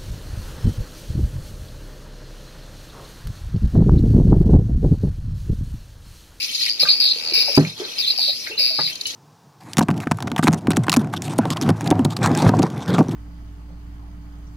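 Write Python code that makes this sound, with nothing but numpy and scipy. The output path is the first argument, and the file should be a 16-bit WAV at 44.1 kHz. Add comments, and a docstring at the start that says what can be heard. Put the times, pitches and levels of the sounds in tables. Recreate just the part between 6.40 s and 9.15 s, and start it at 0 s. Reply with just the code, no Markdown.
"""On a calm river, a wooden canoe is being paddled. Dry, high creaks come in runs, like a tight joint
sticking and slipping: trains of slips ring high, dry resonances, with ticks, chirps and one sliding
whistle. The paddle bumps the hull once heavily, and its shaft gives a faint tap and a light one.
Water washes, gurgles and drips off the blade, made of ringing bubbles over a soft rush."""
import sys
import numpy as np
from scipy import signal
from scipy.fft import rfft, irfft, next_fast_len
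from scipy.io import wavfile
from scipy.ndimage import uniform_filter1d, map_coordinates

SR = 44100
rng = np.random.default_rng(int(sys.argv[2]) if len(sys.argv) > 2 else 0)


def store_wav(level_fs):
    """Save 16-bit WAV to argv[1]."""
    pcm = np.round(np.clip(np.atleast_2d(level_fs), -1, 1) * 32767)
    wavfile.write(sys.argv[1], SR, pcm.T.astype(np.int16))


N = 121275
T = np.arange(N) / SR


def amp(db):
    return 10 ** (np.asarray(db) / 20)


def unit(x):
    return x / np.sqrt(np.mean(abs(x) ** 2) + 1e-20)


def along(points, hz):
    """Read (Hz, value) points on a log frequency axis."""
    freqs, values = np.transpose(points)
    return np.interp(np.log(hz + 1), np.log(freqs + 1), values)


def curves(rows):
    """One automation curve for each column after the time."""
    times, *columns = np.transpose(rows)
    return [np.interp(T, times, column) for column in columns]


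def filtered(x, response):
    """Pass x through a complex frequency response."""
    size = next_fast_len(N + SR // 2)
    return irfft(rfft(x, size) * response(np.fft.rfftfreq(size, 1 / SR)), size)[..., :N]


def coloured(x, eq):
    """x through an EQ of (Hz, dB) points, at rms 1."""
    return unit(filtered(x, lambda hz: amp(along(eq, hz))))


def noise(eq):
    return coloured(rng.standard_normal(N), eq)


def wobble(rate):
    """A smooth random curve, rate knots a second."""
    return map_coordinates(rng.standard_normal(4096), [T * rate], mode="wrap")


def decay(start, t60, attack):
    """Envelope of something struck; times in seconds."""
    age = np.maximum(T - start, 0)
    return amp(-60 * age / t60) * (1 - np.exp(-age / attack))


def gate(rows):
    """Open from the first row's time to the last, with 2 ms fades."""
    return np.clip(1 + np.minimum(T - rows[0][0], rows[-1][0] - T) / .002, 0, 1)


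def placed(x, lag_s, wet_db, t60):
    """Stereo with short reflections from the boat; a positive lag reaches the right side first."""
    t = np.arange(SR // 4) / SR
    tail = rng.standard_normal((2, len(t))) * amp(-60 * t / t60) * (t > .001)
    wet = signal.fftconvolve(x[None], tail / np.linalg.norm(tail[0]), axes=1)[:, :N]
    direct = filtered(x, lambda hz: np.exp(np.outer([-1, 1], 1j * np.pi * hz * lag_s)))
    return direct + amp(wet_db) * wet


def panned(pair, balance):
    """Tip the stereo balance by frequency."""
    return filtered(pair, lambda hz: amp(np.outer([.5, -.5], along(balance, hz))))


def slips(rate, width_s, jitter, scatter_db):
    """Stick and slip: an uneven train of short swells, each with its own size and phase."""
    gap, size, turn = rng.standard_normal((4000, 3)).T
    at = (np.cumsum(np.exp(jitter * gap)) / rate * SR).astype(int)
    train = np.zeros(N, complex)
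    train[at[at < N]] = (amp(scatter_db * size) * np.exp(1j * np.pi * turn))[at < N]
    t = np.arange(-256, 257) / SR
    return unit(signal.fftconvolve(train, np.exp(-.5 * (t / width_s) ** 2), "same"))


def joint_response(hz):
    """The squeaky joint: a broad body with sharp resonances."""
    # Each row: frequency in Hz, gain in dB.
    body = [(2700, -18), (3250, 2), (3650, 0.5), (4100, 4), (4450, 1), (4700, 4), (5250, 4.5), (5750, 4),
            (6300, -22)]
    # Each row: centre in Hz, width in Hz, relative level in dB.
    resonances = [(3740, 25, -4.5), (4093, 19.6, 1), (4140, 20, -26), (4646, 27, 0), (4730, 54, -0.5)]
    peaks = sum(amp(db) * 1j * hz * width / (centre ** 2 - hz ** 2 + 1j * hz * width)
                for centre, width, db in resonances)
    return amp(along(body, hz)) * (1 + amp(1) * peaks)


def creaks():
    """Big slips and fine chatter ring a shifting squeal and a hollow undertone; a rasp pulses along."""
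    # One list per creak. Each row: time in seconds, squeal in dB, pitch in Hz, rasp in dB (both pre-EQ).
    gestures = [
        [(0, -33, 4830, -34), (.05, -28, 4770, -39.5), (.075, -53, 4700, -40.5), (.13, -45, 4700, -50),
         (.154, -24.5, 4740, -61), (.18, -42, 4360, -59)],
        [(.211, -31, 4795, -53), (.266, -26.5, 4676, -39), (.28, -66, 4700, -70), (.296, -23, 4620, -58),
         (.34, -32, 4770, -66), (.378, -42, 4800, -59)],
        [(.396, -19, 4690, -32.5), (.42, -14.5, 4580, -28), (.438, -22, 4170, -31), (.448, -29, 4200, -49),
         (.482, -24, 4460, -55)],
        [(.489, -10.5, 4163, -32), (.51, -13, 4400, -40.5), (.54, -18.5, 4550, -40.5), (.556, -25, 4660, -41.5),
         (.59, -28, 4750, -44)],
        [(.598, -19.5, 4825, -29.5), (.62, -17, 4480, -35.5), (.642, -16, 4320, -31), (.69, -17, 4160, -40.5),
         (.724, -16.5, 4170, -44)],
        [(.73, -29, 4342, -59), (.765, -30.5, 4330, -52.5), (.825, -35.5, 5050, -48),
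         (.875, -26.5, 4600, -52.5), (.925, -28, 4360, -45.5)],
        [(.935, -18, 4870, -30), (.98, -18, 4637, -28), (1.022, -18, 4710, -31), (1.038, -23.5, 4550, -37.5),
         (1.09, -23, 5190, -35.5), (1.142, -27, 4970, -39), (1.18, -30, 4670, -31)],
        [(1.584, -22.5, 4814, -35.5), (1.605, -21.5, 4807, -31.5), (1.63, -30.5, 3647, -40),
         (1.66, -22.5, 3680, -40), (1.68, -22.5, 4097, -37.5), (1.712, -19.5, 4240, -35.5),
         (1.745, -33, 4620, -46.5), (1.768, -27, 4540, -40)],
        [(1.775, -25.5, 4870, -36), (1.82, -20, 4260, -34), (1.905, -20, 4184, -38.5), (1.94, -33.5, 4450, -43),
         (2.02, -34.5, 5780, -44), (2.1, -58, 4400, -44)],
        [(2.181, -27, 4260, -40), (2.194, -19, 4695, -30.5), (2.28, -21.5, 4624, -33.5),
         (2.325, -26, 4570, -41.5), (2.42, -22.5, 4495, -42.5), (2.48, -25, 4270, -41.5),
         (2.51, -40, 4370, -34.5)],
    ]
    # Each row, one per creak: slips per second, big slips over chatter in dB, undertone over rasp in dB.
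    friction = [(109, 0.5, 3.5), (114.8, 15, 7), (197.5, -30, -0.5), (231.7, 8.5, 2.5), (140.5, 3.5, -2.5),
                (80, 8, 11.5), (142.2, -6, 4), (170.3, -4, 1.5), (139, 1, -7), (120.8, -1, 1)]
    # Tone of the rasp and of the joint's lower ring. Each row: frequency in Hz, gain in dB.
    rasp_eq = [(900, -6.5), (1800, -2), (2700, 4), (3300, -11), (3900, 13), (5500, 13), (6200, -40),
               (7350, -16.5), (8200, -2.5), (11500, 2.5), (13500, -1.5), (15000, 2.5), (15900, -30)]
    hollow_eq = [(1400, -23), (1950, -12.5), (2250, 1.5), (2750, 2.5), (2980, -0.5), (3250, -38),
                 (4000, -41)]
    hollow_hz = 2583
    squeal, rasp_envelope, hollow = np.zeros((3, N))
    for rows, (rate, slip_db, hollow_db) in zip(gestures, friction):
        squeal_db, pitch_hz, rasp_db = curves(rows)
        big = amp(slip_db) * slips(rate, width_s=.00047, jitter=.0821, scatter_db=2)
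        chatter = slips(rate=750, width_s=.00024, jitter=.25, scatter_db=1.6)
        power = uniform_filter1d(abs(big + chatter) ** 2, size=600)
        drive = gate(rows) * (big + chatter) / np.sqrt(abs(power) + 1e-6)
        squeal += amp(squeal_db) * np.real(drive * np.exp(2j * np.pi * np.cumsum(pitch_hz) / SR))
        hollow += amp(rasp_db + hollow_db) * np.real(drive * np.exp(2j * np.pi * hollow_hz * T))
        rasp_envelope += gate(rows) * amp(rasp_db) * np.sqrt(.44 * abs(drive) ** 2 + .17)
    squeal = filtered(amp(-2.5) * squeal, joint_response)
    hollow = filtered(hollow, lambda hz: amp(along(hollow_eq, hz)))
    return squeal + hollow + amp(1) * rasp_envelope * noise(rasp_eq)


def bubbles(count, low_hz, high_hz, cycles, scatter_db):
    """A cloud of small bubbles, each rising in pitch as it dies away, at rms 1."""
    when, pitch, size = rng.random((count, 3)).T[:, :, None]
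    t = np.arange(1500) / SR
    hz = low_hz * (high_hz / low_hz) ** pitch
    age = t * hz / cycles
    envelope = amp(-scatter_db * np.log(np.maximum(size, .02))) * amp(-60 * age)
    ring = envelope * np.sin(2 * np.pi * hz * t * (1 + .13 * np.minimum(age, 1)))
    at = (when * N + t * SR).astype(int)
    return unit(np.bincount(at.ravel(), ring.ravel(), N)[:N])


def water():
    """Splash and gurgle along the blade, bubbles over a soft rush; the hull drums faintly on the water."""
    # Each row: time in seconds, splash level in dB, gurgle level in dB.
    wash = [(0, -33.5, -61), (.27, -32.5, -61), (.37, -43, -53), (.45, -34.5, -50), (.55, -42, -47.5),
            (.8, -40.5, -45), (.93, -43.5, -44.5), (1.12, -39.5, -45), (1.25, -40, -42.5), (1.34, -45, -58),
            (1.42, -40.5, -38), (1.56, -40.5, -50.5), (1.8, -42.5, -54), (1.98, -41, -57.5),
            (2.07, -40.5, -51), (2.16, -48, -50.5), (2.32, -48.5, -50), (2.5, -38.5, -52),
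            (2.58, -44.5, -51), (2.68, -37.5, -56), (2.75, -37, -44.5)]
    # Bright spray and dark churn. Each row: frequency in Hz, gain in dB.
    splash_eq = [(900, -16.5), (1700, -17), (2400, -3.5), (3150, -3.5), (3800, 5.5), (4700, 4.5), (5600, 0),
                 (6800, -1), (7400, -14), (12000, -4.5), (15000, -14), (16000, -28)]
    gurgle_eq = [(25, -96), (70, -21), (150, 0), (260, -1.5), (450, 6), (800, 2), (1400, -0.5), (2500, -2),
                 (6000, -74)]
    # Each row: frequency in Hz, left minus right in dB.
    splash_balance = [(2000, 3), (5000, 0.5), (7000, 7), (12000, 2)]
    splash_db, gurgle_db = curves(wash)
    fizz = bubbles(count=2600, low_hz=1800, high_hz=11000, cycles=40, scatter_db=3)
    splash = amp(splash_db + 1.5 * wobble(40)) * coloured(fizz + .7 * rng.standard_normal(N), splash_eq)
    glug = bubbles(count=350, low_hz=276, high_hz=2200, cycles=7.8, scatter_db=7.5)
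    gurgle = amp(gurgle_db + 1.5 * wobble(14)) * unit(noise(gurgle_eq) + .6 * coloured(glug, gurgle_eq))
    rumble_eq = [(25, -52), (60, -14), (110, -9.5), (155, -10), (220, -4.5), (400, -8.5), (1000, -43)]
    body = gurgle + plops_and_drips() + amp(-55) * noise(rumble_eq)
    spray = panned(placed(splash, lag_s=.000395, wet_db=6, t60=.058), splash_balance)
    return spray + placed(body, lag_s=.00012, wet_db=-3, t60=.19)


def plops_and_drips():
    """Air pockets swell, ring unsteadily and glide as the water closes over them."""
    # Closing pockets, and drops falling from the blade.
    # Each row: start in seconds, level in dB, pitch in Hz, glide in octaves a second, t60 in seconds.
    plops = [(0.43, -20, 546, -1, 0.061), (0.454, -15.5, 1540, -2, 0.018), (0.459, -29, 1180, 2.5, 0.13),
             (0.921, -22.5, 361, -10, 0.042), (1.079, -22.5, 780, -19, 0.052),
             (1.085, -24.5, 600, -8.5, 0.14), (1.402, -18.5, 330, 15.5, 0.065),
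             (1.417, -25, 420, -6.5, 0.11), (1.787, -27, 780, 15, 0.05), (1.881, -30, 554, 0, 0.098),
             (1.89, -29, 690, 6.5, 0.048), (2.066, -29.5, 1560, 2.5, 0.079), (2.07, -21.5, 2200, 1, 0.041),
             (2.099, -33, 400, 3, 0.21), (2.2, -31.5, 520, 1.5, 0.095), (2.306, -33.5, 660, -2, .12)]
    drips = [(0.092, -21.5, 3044, 8, 0.059), (0.263, -22, 2150, 5.5, 0.074),
             (0.475, -19.5, 2420, -1.5, 0.053), (1.25, -15, 2387, 4, 0.015), (2.113, -27, 2640, 2.5, 0.24),
             (2.474, -27, 2297, 1, 0.094), (2.526, -27, 3074, 4, 0.071), (2.655, -20, 2880, 5, 0.07)]
    out = np.zeros(N)
    for start, db, hz, glide, t60 in plops + drips:
        pitch_hz = hz * 2 ** (glide * np.clip(T - start, 0, t60))
        phase = 2 * np.pi * np.cumsum(pitch_hz) / SR + wobble(hz / 5)
        out += amp(db) * decay(start, t60, attack=.49 / hz) * np.sin(phase)
    return out


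def ticks():
    """Sharp, bright snaps as the joint lets go."""
    # Each row: start in seconds, level in dB, t60 in seconds.
    snaps = [(0.294, -35, .03), (1.153, -25, 0.034), (1.163, -26, 0.034), (2.41, -27.5, 0.01),
             (2.555, -25, 0.012), (2.611, -27, 0.026), (2.625, -48, 0.04), (2.656, -42, .035),
             (2.667, -25, 0.064)]
    # Each row: frequency in Hz, gain in dB.
    snap_eq = [(1200, -7), (2800, -4.5), (5000, 11), (6600, 8.5), (7600, -4), (10000, 2), (15000, -11.5)]
    return noise(snap_eq) * sum(amp(db) * decay(start, t60, attack=.00051) for start, db, t60 in snaps)


def knocks(blows, modes, swell_cycles, contact_eq, contact_db, contact_t60, attack):
    """Struck wood: a puff of contact noise, then modes that swell over a few cycles, the low ones last."""
    out = np.zeros(N)
    for start, db in blows:
        ring = np.zeros(N)
        for k, (hz, mode_db, t60) in enumerate(modes):
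            envelope = amp(mode_db) * decay(start, t60, swell_cycles / hz)
            ring += (-1) ** k * envelope * np.sin(2 * np.pi * hz * (T - start))
        contact = amp(contact_db) * noise(contact_eq) * decay(start, contact_t60, attack)
        out += amp(db) * (ring + contact)
    return out


def paddle_taps():
    """The paddle touches the hull lightly: a clack, and the shaft rings."""
    # Each row: start in seconds, level in dB.
    taps = [(.428, -41.5), (2.387, -31.5)]
    # Each row: pitch in Hz, relative level in dB, t60 in seconds.
    shaft_modes = [(140.8, -2.5, 0.38), (169, -4, 0.39), (269, -4, 0.22), (615, 3, 0.11),
                   (664, -4.5, 0.099), (840, 12, 0.043), (1210, 6, 0.12), (1314, 2.5, 0.068),
                   (1960, -3, 0.11)]
    # Each row: frequency in Hz, gain in dB.
    clack_eq = [(60, -33), (200, 0), (1200, -9), (2100, -8), (3500, -41), (9000, -55)]
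    return knocks(taps, shaft_modes, swell_cycles=1,
                  contact_eq=clack_eq, contact_db=7.5, contact_t60=.13, attack=.0017)


def chirps():
    """The joint catches and gives brief, nearly pure rings."""
    # Each row: centre in seconds, peak in dB, pitch in Hz, half length in seconds.
    catches = [(0.434, -5, 4095, 0.0022), (0.4893, -8, 4200, 0.0028), (0.517, -17, 4300, 0.00038),
               (0.699, -6, 4100, 0.0013), (1.15, -11, 5100, 0.0011), (1.168, -16.5, 4700, 0.0015),
               (1.18, -15.5, 4790, 0.0025), (1.677, -14.5, 4090, 0.0042), (1.706, -14, 4110, 0.0027),
               (2.18, -15.5, 4106, 0.0019), (2.463, -11.5, 4100, 0.0013), (2.557, -18, 4340, 0.00039),
               (2.612, -12.5, 4130, 0.00044), (2.657, -16.5, 4120, 0.00072)]
    return sum(amp(db) * np.exp(-.5 * ((T - at) / half) ** 2) * np.sin(2 * np.pi * hz * (T - at))
               for at, db, hz, half in catches)


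def hull_bump():
    """The paddle hits the hull heavily: a thud, and the hull booms."""
    # Each row: start in seconds, level in dB.
    bumps = [(1.174, -8.5)]
    # Each row: pitch in Hz, relative level in dB, t60 in seconds.
    hull_modes = [(110.2, -12.5, 0.35), (155, 7.5, 0.21), (187.6, -5, 0.24), (276.7, 8, 0.12),
                  (375.8, 2, 0.12), (501.6, -7.5, 0.14), (637, -1.5, 0.061), (815, -6, 0.069),
                  (1000, 2.5, 0.03), (1330, -14, 0.045)]
    # Each row: frequency in Hz, gain in dB.
    thud_eq = [(20, -33), (70, -7), (160, 19.5), (400, 9.5), (1000, -9), (1600, -11.5), (4000, -25),
               (9000, -68)]
    return knocks(bumps, hull_modes, swell_cycles=2.34,
                  contact_eq=thud_eq, contact_db=0, contact_t60=.2, attack=.0015)


def whistle():
    """One creak slides down and up as a single fluttering tone."""
    # Each row: time in seconds, level in dB, pitch in Hz.
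    slide = [(1.606, -36, 5164), (1.616, -15, 4550), (1.628, -24.5, 3650), (1.65, -27, 3500),
             (1.668, -33, 3810), (1.69, -18, 4650)]
    level_db, hz = curves(slide)
    envelope = gate(slide) * amp(level_db + 2.6 * wobble(300))
    return envelope * np.sin(2 * np.pi * np.cumsum(hz) / SR + .5 * wobble(400))


def scene():
    """The joint's sounds reach the left side first, the water and knocks the right."""
    # Each row: frequency in Hz, left minus right in dB.
    joint_balance = [(2000, 0), (4000, 4), (4400, -2), (4850, 10), (5500, 0.5), (7000, 14), (12000, 8)]
    joint = placed(creaks() + chirps() + whistle() + ticks(), lag_s=-.0005, wet_db=-1.5, t60=.02)
    bump = placed(hull_bump(), lag_s=.00018, wet_db=-29.5, t60=.2)
    taps = placed(paddle_taps(), lag_s=.0001, wet_db=-5.5, t60=.05)
    return panned(joint, joint_balance) + water() + bump + taps


def record(dry):
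    """Round off peaks near full scale, then cut everything above 15.9 kHz."""
    rounded = dry / (1 + abs(dry) ** 8) ** (1 / 8)
    return filtered(rounded, lambda hz: hz < 15900)


dry = scene()
out = record(dry)
store_wav(out)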